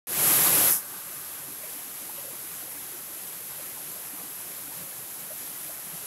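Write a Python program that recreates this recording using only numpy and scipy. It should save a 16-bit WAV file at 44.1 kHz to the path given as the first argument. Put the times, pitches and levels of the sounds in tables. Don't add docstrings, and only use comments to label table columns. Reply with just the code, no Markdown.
import sys
import numpy as np
from scipy import signal
from scipy.io import wavfile

SR = 44100
rng = np.random.default_rng(int(sys.argv[2]) if len(sys.argv) > 2 else 0)


def file_out(sig):
    cols = np.atleast_2d(sig).T
    lim = np.clip(cols, -1, 1)
    pcm = np.round(lim * 32767).astype(np.int16)
    wavfile.write(sys.argv[1], SR, pcm)


N = 267422
TIME = np.arange(N) / SR
START_S = 0.07


def waterfall(level_db, surge_db, patchy_db):
    # (frequency [Hz], relative level [dB])
    splash_tone = [(20, -26), (55, -18), (100, -13), (160, -2.5), (215, -11.5), (300, -7), (430, -10.5),
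                   (600, -8.5), (1300, -9), (2500, -11.5), (4500, -14.5), (7000, -14), (9200, -17.5),
                   (17000, -17.5)]
    tone_hz, tone_db = np.array(splash_tone).T
    edges_hz = 20 * 2 ** np.arange(0, 9.9, 1 / 3)
    out, surge = 0, drift(4.0)
    noise = rng.standard_normal((2, N))
    for k, (low, high) in enumerate(zip(edges_hz, edges_hz[1:])):
        band = signal.sosfilt(signal.butter(2, [low, high], "band", fs=SR, output="sos"), noise[k % 2])
        hz = np.sqrt(low * high)
        band_db = np.interp(np.log(hz), np.log(tone_hz), tone_db)
        patch_db = patchy_db / (1 + hz / 1500) * drift(13.6)
        out = out + from_db(band_db + surge_db * surge + patch_db) * band
    return from_db(level_db) * rms_one(out)


def brook_glugs(weak_count, weak_db, low_hz, high_hz):
    # (time [s], pitch [Hz], main bubble's peak level [dB])
    loud_glugs = [(0.92, 775, -46), (0.933, 1110, -45), (1.48, 275, -45), (1.532, 290, -51),
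                  (1.632, 602, -43), (1.759, 285, -50), (2.088, 834, -42), (2.092, 1012, -46),
                  (2.176, 536, -40), (2.242, 516, -44), (2.27, 520, -49), (2.296, 473, -48),
                  (2.323, 336, -50), (2.434, 301, -47), (2.623, 296, -49), (2.629, 470, -50),
                  (2.67, 496, -49), (2.718, 500, -51), (2.765, 1530, -46), (2.938, 322, -48),
                  (3.591, 573, -43), (3.77, 910, -45), (3.955, 600, -49), (4.128, 283, -43),
                  (4.194, 193, -48), (4.228, 285, -43), (4.711, 904, -45), (4.75, 151, -50),
                  (4.802, 150, -48.5), (4.922, 1647, -44), (5.298, 600, -40), (5.688, 635, -43),
                  (5.854, 191, -51), (5.924, 162, -43.5), (6.017, 390, -46)]
    weak_glugs = [(when * N / SR, low_hz * (high_hz / low_hz) ** pitch, weak_db + 3 * (size - .5))
                  for when, pitch, size in rng.random((weak_count, 3))]
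    out = np.zeros(N)
    for time_s, hz, peak_db in loud_glugs + weak_glugs:
        cycles = .16 * hz ** .45
        add_bubble(out, time_s + .005, hz, peak_db, cycles, rise=.05)
        for delay, detune in rng.uniform(-1, 1, (3, 2)):
            start_s = max(time_s + .015 * delay + .006, 0)
            add_bubble(out, start_s, hz * np.exp(.16 * detune), peak_db - 8, cycles, rise=.05)
    return out


def brook_bubbles(count, quietest_db, spread_db, low_hz, high_hz):
    out = np.zeros(N)
    for when, pitch, strength, length in rng.random((count, 4)):
        hz = low_hz * (high_hz / low_hz) ** pitch
        cycles = 0.18 * hz ** 0.445 * (.5 + length)
        add_bubble(out, when * N / SR, hz, quietest_db + spread_db * strength, cycles, rise=0.047)
    return out


def add_bubble(out, start_s, hz, peak_db, cycles, rise):
    swell_s = cycles / hz
    t = np.arange(int(6 * swell_s * SR)) / SR
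    loudness = t / swell_s * np.exp(1 - t / swell_s)
    tone = np.sin(2 * np.pi * hz * (t + rise * (t - 2 * swell_s) * t / (2 * swell_s)))
    at = min(int(start_s * SR), N - 1)
    out[at:at + len(t)] += (from_db(peak_db) * loudness * tone)[:N - at]


def lingering_hiss(start_s):
    # (centre [Hz], width [Hz], starting level [dB], time to fade by 60 dB [s])
    bands = [(1194, 210, -54, 5.5), (1570, 230, -53, 4), (1360, 1200, -37.5, .3)]
    out, since_s = 0, np.maximum(TIME - start_s, 0)
    for hz, width_hz, level_db, fade_s in bands:
        band_pass = signal.butter(3, [hz - width_hz / 2, hz + width_hz / 2], "band", fs=SR, output="sos")
        hiss = rms_one(signal.sosfilt(band_pass, rng.standard_normal(N)))
        out = out + hiss * from_db(level_db - 60 * since_s / fade_s)
    return out * (TIME > start_s)


def swell(sink_at_s, sink_for_s, bend):
    start_share, fade_in_s = 0.15, 0.22
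    swell_db, creep_db_per_s = 18, 0.0521
    fade_in = np.clip(start_share + (1 - start_share) * (TIME - START_S) / fade_in_s, 0, 1)
    sunk = np.clip((TIME - sink_at_s) / sink_for_s, 0, 1) ** bend
    return fade_in * from_db(swell_db * (1 - sunk) + creep_db_per_s * TIME)


def drift(rate_hz):
    r = np.exp(-80 * np.pi * rate_hz / SR)
    slow = signal.lfilter([1], [1, -2 * r, r * r], rng.standard_normal(N // 40 + 2002))[2000:]
    return np.interp(np.arange(N) / 40, np.arange(len(slow)), rms_one(slow))


def from_db(db):
    return 10 ** (np.asarray(db) / 20)


def rms_one(x):
    return x / np.sqrt(np.mean(x ** 2) + 1e-20)


def scene():
    water = waterfall(level_db=-46, surge_db=0.48, patchy_db=2.5)
    water += brook_glugs(weak_count=40, weak_db=-52, low_hz=203, high_hz=2155)
    water += brook_bubbles(count=1200, quietest_db=-64.0, spread_db=8.9, low_hz=249.9, high_hz=3450)
    low = signal.sosfiltfilt(signal.butter(14, 5000, fs=SR, output="sos"), water)
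    treble = water - low
    low = low * swell(sink_at_s=0.696, sink_for_s=0.095, bend=0.67)
    treble = treble * swell(sink_at_s=0.721, sink_for_s=0.096, bend=1.5)
    return np.tile(low + treble + lingering_hiss(start_s=.7), (2, 1))


def record(dry):
    ring_hz, width_hz, cutoff_hz = 11380, 1640, 15720
    r = np.exp(-np.pi * width_hz / SR)
    cavity = [1, -2 * r * np.cos(2 * np.pi * ring_hz / SR), r * r]
    heard = signal.lfilter([sum(cavity)], cavity, dry)
    top_cut = signal.ellip(14, .3, 75, cutoff_hz, fs=SR, output="sos")
    return signal.sosfilt(top_cut, heard * (TIME > START_S))


dry = scene()
out = record(dry)
file_out(out)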